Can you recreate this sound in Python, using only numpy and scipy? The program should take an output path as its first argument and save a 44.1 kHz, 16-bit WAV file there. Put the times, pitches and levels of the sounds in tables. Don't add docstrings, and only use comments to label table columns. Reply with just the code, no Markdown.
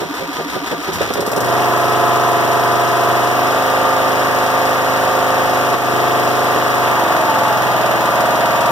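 import sys
import numpy as np
from scipy import signal
from scipy.fft import rfft, irfft, next_fast_len
from scipy.io import wavfile
from scipy.ndimage import map_coordinates

SR = 44100
rng = np.random.default_rng(int(sys.argv[2]) if len(sys.argv) > 2 else 0)


def digitize_waveform(pressure):
    field = np.atleast_2d(pressure).T
    bounded = np.clip(field, -1, 1)
    quanta = np.round(bounded * 32767).astype(np.int16)
    wavfile.write(sys.argv[1], SR, quanta)


N = 384111
TIME = np.arange(N) / SR
SIZE = next_fast_len(N + SR // 2, real=True)
HZ = np.fft.rfftfreq(SIZE, 1 / SR)

# (time [s], rate [firings/s])
SPEED = [(1.136, 13.0), (1.42, 24.77), (1.6, 25.5), (1.82, 25.24), (2.0, 25.3), (2.45, 25.0), (2.74, 25.14),
         (3.22, 25.08), (3.45, 25.84), (3.72, 26.32), (4.08, 26.28), (4.25, 25.96), (4.58, 26.29),
         (4.75, 25.91), (5.1, 26.27), (5.5, 26.1), (5.78, 25.38), (5.93, 25.68), (6.2, 25.6), (6.4, 25.76),
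         (6.78, 25.69), (7.05, 23.68), (7.3, 22.28), (7.6, 21.1), (8.17, 19.99), (8.71, 19.8)]
# (time [s], opening [0-1])
THROTTLE = [(1.4, 0.89), (6.75, 0.89), (7.0, 0.47), (8.7, 0)]
# (time [s], load [0-1])
LOAD = [(1.5, 0.8), (3.3, 0.64), (3.65, 0.34), (5.65, 0.45), (5.95, 0.8), (6.6, 0.5), (6.95, 0)]
# (time [s], peak [dB], length [s], boom [Hz])
GULPS = [(.024, -17.5, 0.016, 424), (.219, -19.5, 0.013, 532), (.399, -16, 0.011, 466),
         (.566, -17, 0.015, 375), (.728, -14.5, 0.01, 363), (.889, -15.5, 0.012, 385),
         (1.013, -12, 0.0067, 540), (1.109, -14.5, 0.0049, 494), (1.157, -17, .002, 520),
                  (1.185, -13.5, 0.019, 415), (1.229, -19, .004, 402), (1.28, -18, 0.0079, 430),
         (1.333, -12.5, 0.0031, 445), (1.378, -11.5, 0.0078, 420), (1.415, -17, 0.0054, 400),
         (1.452, -25, 0.0033, 380), (1.488, -21, 0.0051, 380)]
# (time [s], peak [dB], sag [dB])
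STUMBLES = [(5.743, -12.5, 4), (6.563, -13, .5)]
# (time [s], peak [dB], 60 dB decay [s], muffler cut-off [Hz], exhaust puff [dB])
BANGS = [(.933, -23, 1.2, 130, -25.5), (1.014, -19, .18, 2500, -31.5)]

# (frequency [Hz], width [Hz], gain [dB])
BODY_MODES = [(126.0, 12.0, 8.0), (176.0, 9.0, -9.0), (222.0, 16.0, 14.0), (228.0, 34.0, -11.0),
              (260.0, 27.0, 13.0), (306.0, 15.0, 9.0), (356.0, 40.0, 14.0), (426.0, 67.0, 14.0),
              (521.0, 28.0, 14.0), (571.0, 25.0, 11.0), (620.0, 14.0, 5.0), (639.0, 11.0, 9.0),
              (701.0, 70.0, 14.0), (820.0, 21.0, -8.0), (893.0, 60.0, 9.0), (911.0, 28.0, -12.0),
              (942.0, 15.0, 4.0), (999.0, 25.0, -12.0), (1005.0, 12.0, 14.0), (1031.0, 9.0, 6.0),
              (1070.0, 36.0, -7.0), (1210.0, 9.0, 5.0), (1246.0, 20.0, -6.0), (1469.0, 9.0, 4.0),
              (1569.0, 55.0, 7.0), (1624.0, 9.0, 5.0), (1678.0, 15.0, 4.0), (1855.0, 68.0, 8.0)]
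# (frequency [Hz], width [Hz], gain [dB])
GEAR_MODES = [(696, 35, 7), (910, 170, 5), (1186, 110, 5.5), (2780, 670, -5.5), (5330, 300, 1.5)]
# (frequency [Hz], width [Hz], gain [dB])
AIRBOX_MODES = [(160, 45, 5), (385, 120, 10), (545, 60, 5)]
# (frequency [Hz], width [Hz], gain [dB])
SHROUD_MODES = [(681, 77, 8), (1215, 110, 4.5), (3200, 2600, -1), (5720, 570, -5.5)]
# (frequency [Hz], width [Hz], gain [dB])
TONE_MODES = [(326, 20, -34.5), (422, 121, -36.6), (526, 18, -28.2), (569, 33, -32.1), (639, 16, -27.9),
              (700, 47, -28.0), (743, 14, -30.2), (860, 48, -31.5), (892, 10, -32.5), (953, 17, -32.8),
              (1009, 23, -36.7), (1120, 53, -33.5), (1187, 22, -35.5), (1210, 6, -29.9), (1285, 20, -37)]

# (frequency [Hz], relative level [dB/Hz])
FIRING_SPECTRUM = [(25, -72), (40, -60), (55, -38.5), (80, -47), (110, -30.5), (200, -39.5), (350, -47),
                   (700, -48.5), (1200, -38.5), (1500, -48.5), (2000, -50), (3200, -60), (4200, -67.5),
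                   (6000, -67), (16000, -103)]
# (frequency [Hz], relative level [dB/Hz])
RUSH_SPECTRUM = [(20, -26), (50, -7), (190, -11), (280, -1), (600, -1.5), (900, -1), (1700, -2), (2400, -6),
                 (4200, -13.5), (6500, -14.5), (8000, -24), (16000, -17)]
# (frequency [Hz], relative level [dB/Hz])
HISS_SPECTRUM = [(500, -32), (2500, -1), (5000, 10.5), (8000, 0.5), (10000, 2.5), (12500, 2.5),
                 (15500, -14)]
# (frequency [Hz], relative level [dB/Hz])
GRIND_SPECTRUM = [(25, -14), (60, 6), (150, -3), (270, 6), (800, -7), (1400, -3), (2200, -0.5),
                  (4200, -8.5), (6500, -13.5), (8000, -21), (16000, -19)]
# (frequency [Hz], relative level [dB/Hz])
GULP_SPECTRUM = [(40, -26), (130, 5), (400, -5.5), (650, -6), (1300, -19), (4000, -29), (16000, -62)]
# (frequency [Hz], relative level [dB/Hz])
PUFF_SPECTRUM = [(500, -30), (2500, -13), (4200, 9.5), (5500, 11), (8000, 4), (10000, 4.5), (12500, 7),
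                 (15500, 1)]
# (frequency [Hz], gain [dB])
SHUT_CHANGE = [(60, 1), (120, 3.5), (190, 12), (270, -4.5), (400, 3), (650, -4.5), (900, -1.5), (1180, -4),
               (1400, 0)]
# (frequency [Hz], gain [dB])
UNLOADED_CHANGE = [(60, 1.5), (125, -2.5), (175, -3), (260, 2), (380, -15), (550, 0), (1200, 3)]

# (multiple of mesh rate [-], level [dB])
WHINE = [(3, -43.5), (4, -42), (5, -40.5), (6, -47)]
# (multiple of firing rate [-], level unloaded [dB], change at full load [dB])
TONES = [(14, 5, 4), (16, 2, -6), (17, -6, 9), (18, -3.1, 0), (20, -2, 0), (22, -3.2, 0), (24, -4.5, 0),
         (26, -6.5, 0), (27, -20, 19), (28, .5, 1), (30, -4.5, -4), (31, -3, -12), (32, -1.5, -2),
         (34, -4.5, 1), (35, -5, -18), (36, -.5, -6), (38, -6.2, 0), (39, -4, -12), (40, 4, -2),
         (41, -8, 22), (42, -3.5, -2), (44, -2, -2), (46, -1, 0), (48, 1.5, -13), (50, -1, -5),
         (51, -8, 18), (52, 0, -1), (56, -4, -6), (58, .5, -6), (60, 1, -10)]
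# (phase [cycles], level [dB], scatter [dB], ring [Hz], ring width [Hz])
TAPPETS = [(.81, -38.5, 1.5, 3370, 600), (.04, -39, 2.5, 5450, 450)]
# (time [s], first tappet [dB], second tappet [dB])
TICKING = [(3.3, -5, -6), (5.7, -12, -7), (5.95, 0, -6), (6.7, -2.5, -8), (7.0, -8, -13)]

# (frequency [Hz], direct delay [s], direct over reflected [dB])
ARRIVAL = [(200, .015, -2), (450, .015, -1), (620, .001, -3), (700, .001, 1), (900, .011, -8),
           (1500, .02, -10)]
# (frequency [Hz], correlation [0-1])
ALIKE = [(100, 0.97), (250, 1), (500, 0.74), (1000, 0.12), (1600, 0.059), (16000, 0.039)]
# (frequency [Hz], delay [s])
WIDEN_LAG = [(2200, .000452), (6700, .000447), (8800, .000457), (10700, .00047), (12600, .000477)]

CRANK_START_S, CRANK_CYCLE_S, CRANK_SLOW_S, CRANK_SHRINK = -.061, .159, .051, .45
CRANK_CYCLES, RUN_UP_CYCLES = 6, 6
STARTER_DB, STARTER_SWING_DB, STARTER_PEAK_CYCLES = -27.5, 2, .185
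MESH_HZ, MESH_SWING_SHARE, FREE_RISE_SHARE = 243, .032, .22
GULP_RISE_OVER_FALL, BOOM_POWER_SHARE = .6, .2
SPIT_S, SPIT_BOOM_HZ, SAG_S = .005, 430, .045
THUMP_PHASE_CYCLES, THUMP_DB, THUMP_HZ, THUMP_T60_S = .48, -22.5, 163.4, .27
HOOT_HZ, HOOT_LENGTH_S, HOOT_PHASE_CYCLES = 290, .015, .81
HOOT_DB, HOOT_FADE_DB = -16.5, .9
HOOT_ARCH_SHARE = .04
CRANK_PUFF_DB, CRANK_PUFF_T60_S = -34, .18
RUN_UP_PUFF_DB, RUN_UP_PUFF_T60_S = -24.3, .11
STROKE_START_S = 1.136
CLEAN_START_S, CLEAN_END_S = 1.42, 1.53
NOTE_DB, NOTE_LOAD_DB = -20.5, 1
RUSH_DB, RUSH_COLD_DB = -22, -7
INTAKE_DB, INTAKE_LOAD_DB = -45.5, 14
HISS_DB, HISS_COLD_DB = -36.5, 6.5
TAPPET_T60_S = .073
TONE_WAVER_DB, THROB_ORDER, THROB_DEPTH = 1.0, 28, .65
WALLS_ADVANCE_S, STROKE_ROOM_DB = .014, -10.5
TOP_HZ = 15600


def amp(db):
    return 10 ** (np.asarray(db) / 20)


def unit(x):
    return x / np.sqrt(np.mean(x ** 2) + 1e-20)


def curves(rows):
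    time_s, *columns = np.transpose(rows)
    return [np.interp(TIME, time_s, column) for column in columns]


def ramp(start_s, end_s):
    return np.clip((TIME - start_s) / max(end_s - start_s, 1 / SR), 0, 1)


def along(points):
    hz, value = np.transpose(points)
    return np.interp(np.log(HZ + 1), np.log(hz), value)


def peak(hz, width_hz):
    return 1 / (1 + (2 * (HZ - hz) / width_hz) ** 2)


def colour(spectrum, resonances=()):
    return amp(along(spectrum) + sum(db * peak(hz, width_hz) for hz, width_hz, db in resonances))


def filtered(x, response):
    return irfft(rfft(x, SIZE) * response, SIZE)[..., :N]


def wobble(rate_hz):
    knots = rng.standard_normal(int(N * rate_hz / SR) + 4)
    return map_coordinates(knots, [TIME * rate_hz])


def spread(source, response):
    turn = np.arccos(np.clip(along(ALIKE), -1, 1)) / 2
    mid, side = filtered(source, response * np.array([np.cos(turn), np.sin(turn)]))
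    return unit(np.array([mid + side, mid - side]))


def noise(response):
    return spread(rng.standard_normal((2, N)), response)


def echoes(t60_s, hold_s=0):
    t = TIME[:SR // 2]
    tail = rng.standard_normal((2, len(t))) * amp(-60 * np.maximum(t - hold_s, 0) / t60_s)
    return rfft(tail / np.linalg.norm(tail[0]), SIZE)


def stroke(cycle, start, decay, scatter_db):
    elapsed = cycle - cycle[0] + cycle[0] % 1 + 1 - start
    count, age = np.divmod(elapsed, 1)
    size = amp(scatter_db * rng.standard_normal(400))
    return size[count.astype(int)] * (1 - np.exp(-age / .015)) * np.exp(-age / decay)


def burst(at_s, t60_s):
    return ramp(at_s - .002, at_s + .0011) * amp(-60 * np.abs(TIME - at_s) / t60_s)


def sag_db():
    total_db = np.zeros(N)
    for at_s, _, depth_db in STUMBLES:
        age = np.maximum(TIME - at_s, 0) / SAG_S
        total_db -= depth_db * age * np.exp(1 - age)
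    return total_db


def cranking(phase):
    lengths_s = CRANK_CYCLE_S + CRANK_SLOW_S * CRANK_SHRINK ** np.arange(CRANK_CYCLES)
    return CRANK_START_S + np.cumsum(lengths_s) - (1 - phase) * lengths_s


def labour():
    peaks_s = cranking(STARTER_PEAK_CYCLES)
    return np.cos(2 * np.pi * np.interp(TIME, peaks_s, np.arange(len(peaks_s))))


def starter():
    grind = amp(STARTER_DB + STARTER_SWING_DB * labour() + 1.95 * wobble(260))
    return grind * (1 - ramp(1.13, 1.36)) * noise(colour(GRIND_SPECTRUM, GEAR_MODES))


def whine():
    swing = labour()
    mesh_hz = MESH_HZ * (1 + MESH_SWING_SHARE * swing + FREE_RISE_SHARE * ramp(1.0, 1.3))
    mesh = np.cumsum(mesh_hz) / SR
    teeth = np.zeros(N)
    for order, db in WHINE:
        level = amp(db + 2 * swing + 3 * wobble(35))
        teeth += level * np.sin(2 * np.pi * order * mesh + 1.2 * wobble(90))
    return np.sqrt(2) * teeth * (1 - ramp(.84, 1.4))


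def gulps():
    spits = [(at_s, db, SPIT_S, SPIT_BOOM_HZ) for at_s, db, _ in STUMBLES]
    out, draught = np.zeros((2, N)), noise(colour(GULP_SPECTRUM, AIRBOX_MODES))
    for at_s, db, length_s, boom_hz in list(GULPS) + spits:
        span = slice(max(int((at_s - .07) * SR), 0), int((at_s + .07) * SR))
        age_s = TIME[span] - at_s
        fall_s = length_s * 2 / (1 + GULP_RISE_OVER_FALL)
        rise_s = fall_s * GULP_RISE_OVER_FALL
        swell = np.exp(-np.abs(age_s) / np.where(age_s < 0, rise_s, fall_s))
        cut_hz = np.clip(1.6 / length_s, 40, 500)
        bass_cut = signal.butter(2, cut_hz, "high", fs=SR, output="sos")
        suck = unit(swell * signal.sosfilt(bass_cut, draught[:, span]))
        boom = unit(swell * np.sin(2 * np.pi * boom_hz * age_s))
        gulp = unit(np.sqrt(1 - BOOM_POWER_SHARE) * suck + np.sqrt(BOOM_POWER_SHARE) * boom)
        out[:, span] += amp(db) * gulp * np.sqrt(np.mean(swell ** 2))
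    return out


def thumps():
    ages_s = np.maximum(TIME - cranking(THUMP_PHASE_CYCLES)[:, None], 0)
    envelopes = (1 - np.exp(-ages_s / .004)) * amp(-60 * ages_s / THUMP_T60_S)
    rings = envelopes * np.sin(2 * np.pi * THUMP_HZ * ages_s)
    return amp(THUMP_DB) * rings.sum(0)


def hoots():
    out = np.zeros(N)
    for k, at_s in enumerate(cranking(HOOT_PHASE_CYCLES)[:-1]):
        age_s = TIME - at_s
        flank = (age_s / HOOT_LENGTH_S) ** 2
        turns = HOOT_HZ * age_s * (1 - HOOT_ARCH_SHARE * flank / 3)
        out += amp(HOOT_DB - HOOT_FADE_DB * k) * np.exp(-flank) * np.sin(2 * np.pi * turns)
    return out


def puffs(cycle):
    events = [(at_s, CRANK_PUFF_DB, CRANK_PUFF_T60_S) for at_s in cranking(0)[1:]]
    events += [(at_s, puff_db, CRANK_PUFF_T60_S) for at_s, *_, puff_db in BANGS]
    run_up_s = np.interp(np.arange(RUN_UP_CYCLES), cycle, TIME)
    events += [(at_s, RUN_UP_PUFF_DB, RUN_UP_PUFF_T60_S) for at_s in run_up_s]
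    level = sum(amp(db) * burst(at_s, t60_s) for at_s, db, t60_s in events)
    return level * noise(colour(PUFF_SPECTRUM))


def bangs():
    out = np.zeros((2, N))
    for at_s, db, t60_s, cutoff_hz, _ in BANGS:
        muffled = colour([(30, -28), (90, 5)]) / (1 + (HZ / cutoff_hz) ** 2)
        out += amp(db) * burst(at_s, t60_s) * noise(muffled)
    return out


def garage():
    hz, delay_s, direct_db = np.transpose(ARRIVAL)
    lag = 2 * np.pi * np.cumsum(along(np.c_[hz, delay_s])) * HZ[1]
    direct = amp(along(np.c_[hz, direct_db])) * np.exp(-1j * lag)
    reflected = echoes(t60_s=.12, hold_s=.034) * np.exp(2j * np.pi * HZ * WALLS_ADVANCE_S)
    return np.exp(1j * np.angle([direct + reflected[0], reflected[1]]))


def exhaust(cycle, walls):
    times_s = np.interp(np.arange(1, int(cycle[-1]) + 1), cycle, TIME)
    late, size = rng.standard_normal((len(times_s), 2)).T
    at = np.clip((times_s + 1e-5 * late) * SR, 0, N - 1)
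    pulses = np.bincount(np.round(at).astype(int), amp(.45 * size), N)
    note = spread(pulses, colour(FIRING_SPECTRUM, BODY_MODES) * walls)
    (throttle,), (load,) = curves(THROTTLE), curves(LOAD)
    note = load * note + (1 - load) * filtered(note, colour(UNLOADED_CHANGE))
    note = throttle * note + (1 - throttle) * filtered(note, colour(SHUT_CHANGE))
    return amp(NOTE_DB + NOTE_LOAD_DB * load + sag_db()) * note


def tappets(cycle):
    out = np.zeros((2, N))
    for (phase, db, scatter_db, hz, width_hz), level_db in zip(TAPPETS, curves(TICKING)):
        times_s = np.interp(np.arange(1, int(cycle[-1])) + phase, cycle, TIME)
        sizes = amp(scatter_db * rng.standard_normal(len(times_s)))
        taps = np.bincount(np.round(times_s * SR).astype(int), sizes, N)
        resonance = HZ * width_hz / (hz ** 2 - HZ ** 2 + 1j * HZ * width_hz)
        out += amp(db + level_db) * spread(taps, echoes(t60_s=TAPPET_T60_S) * resonance)
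    return ramp(1.16, 1.5) * out


def air(cycle):
    load, = curves(LOAD)
    suck = unit(stroke(cycle, start=.33, decay=.35, scatter_db=1.5))
    rush_db = RUSH_DB + RUSH_COLD_DB * (1 - ramp(CLEAN_START_S, CLEAN_END_S)) + sag_db() / 2
    surge = unit(5 + (1 - load) * suck)
    rush = amp(rush_db) * surge * noise(colour(RUSH_SPECTRUM, SHROUD_MODES))
    drone_spectrum = [(150, -8), (330, -13.5), (600, -32.0), (3000, -26.5)]
    drone = amp(INTAKE_DB + INTAKE_LOAD_DB * load) * suck * noise(colour(drone_spectrum, AIRBOX_MODES))
    return rush + drone


def tones(cycle, walls):
    (speed,), (load,) = curves(SPEED), curves(LOAD)
    gain = sum(amp(db) * peak(hz, width_hz) for hz, width_hz, db in TONE_MODES)
    turn = np.unwrap(np.angle(walls[0]))
    throb = 1 + THROB_DEPTH * load * np.cos(2 * np.pi * cycle)
    song = np.zeros(N)
    for order, db, load_db in TONES:
        tone_hz = order * speed
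        tone = np.sin(2 * np.pi * order * cycle + np.interp(tone_hz, HZ, turn))
        tone *= np.interp(tone_hz, HZ, gain)
        if order == THROB_ORDER:
            tone *= throb
        song += amp(db + load_db * load + TONE_WAVER_DB * wobble(10)) * tone
    return np.sqrt(2) * amp(sag_db()) * song


def clatter(cycle):
    throttle, = curves(THROTTLE)
    spit = throttle ** 2 * stroke(cycle, start=.975, decay=.36, scatter_db=1.4)
    valves = (1.1 - .7 * throttle) * stroke(cycle, start=.32, decay=.2, scatter_db=1.8)
    seating = .28 * stroke(cycle, start=.53, decay=.15, scatter_db=2)
    level = unit(np.sqrt(.03 + spit ** 2 + valves ** 2 + seating ** 2))
    hiss_db = HISS_DB + HISS_COLD_DB * (1 - ramp(CLEAN_START_S, CLEAN_END_S)) + sag_db()
    return amp(hiss_db) * ramp(1.43, 1.44) * level * noise(colour(HISS_SPECTRUM))


def scene():
    cycle = np.cumsum(curves(SPEED)[0]) / SR
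    cycle -= np.interp(STROKE_START_S, TIME, cycle)
    cycle += .002 * wobble(8)
    walls = garage()
    strokes = gulps() + hoots() + puffs(cycle) + bangs()
    room = amp(STROKE_ROOM_DB) * filtered(strokes, echoes(t60_s=.6)[0])
    start = starter() + whine() + strokes + room + thumps()
    running = ramp(.98, 1.43) * exhaust(cycle, walls) + tappets(cycle)
    running += ramp(1.25, 1.25) * air(cycle)
    running += ramp(1.33, 1.58) * tones(cycle, walls) + clatter(cycle)
    return start + running


def record(dry):
    lean_db = along([(200, 1), (1000, 1.0), (3000, 3.0), (10000, -2.5), (15000, -2.5)])
    mics = filtered(dry, amp([-lean_db, lean_db]))
    cross = along([(100, .76), (1000, 1.0), (4500, .69), (10500, .46), (15000, .11)])
    delay = np.exp(-2j * np.pi * HZ * along(WIDEN_LAG))
    wide = mics - filtered(mics[::-1], cross * delay)
    balance_db = along([(100, 2.5), (450, -1.7), (1200, .87), (10000, .5), (14500, -5.0)])
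    out = filtered(wide, amp([balance_db, -balance_db]))
    out = out / (1 + np.abs(out / .92) ** 8) ** (1 / 8)
    return filtered(out, HZ < TOP_HZ)


dry = scene()
out = record(dry)
digitize_waveform(out)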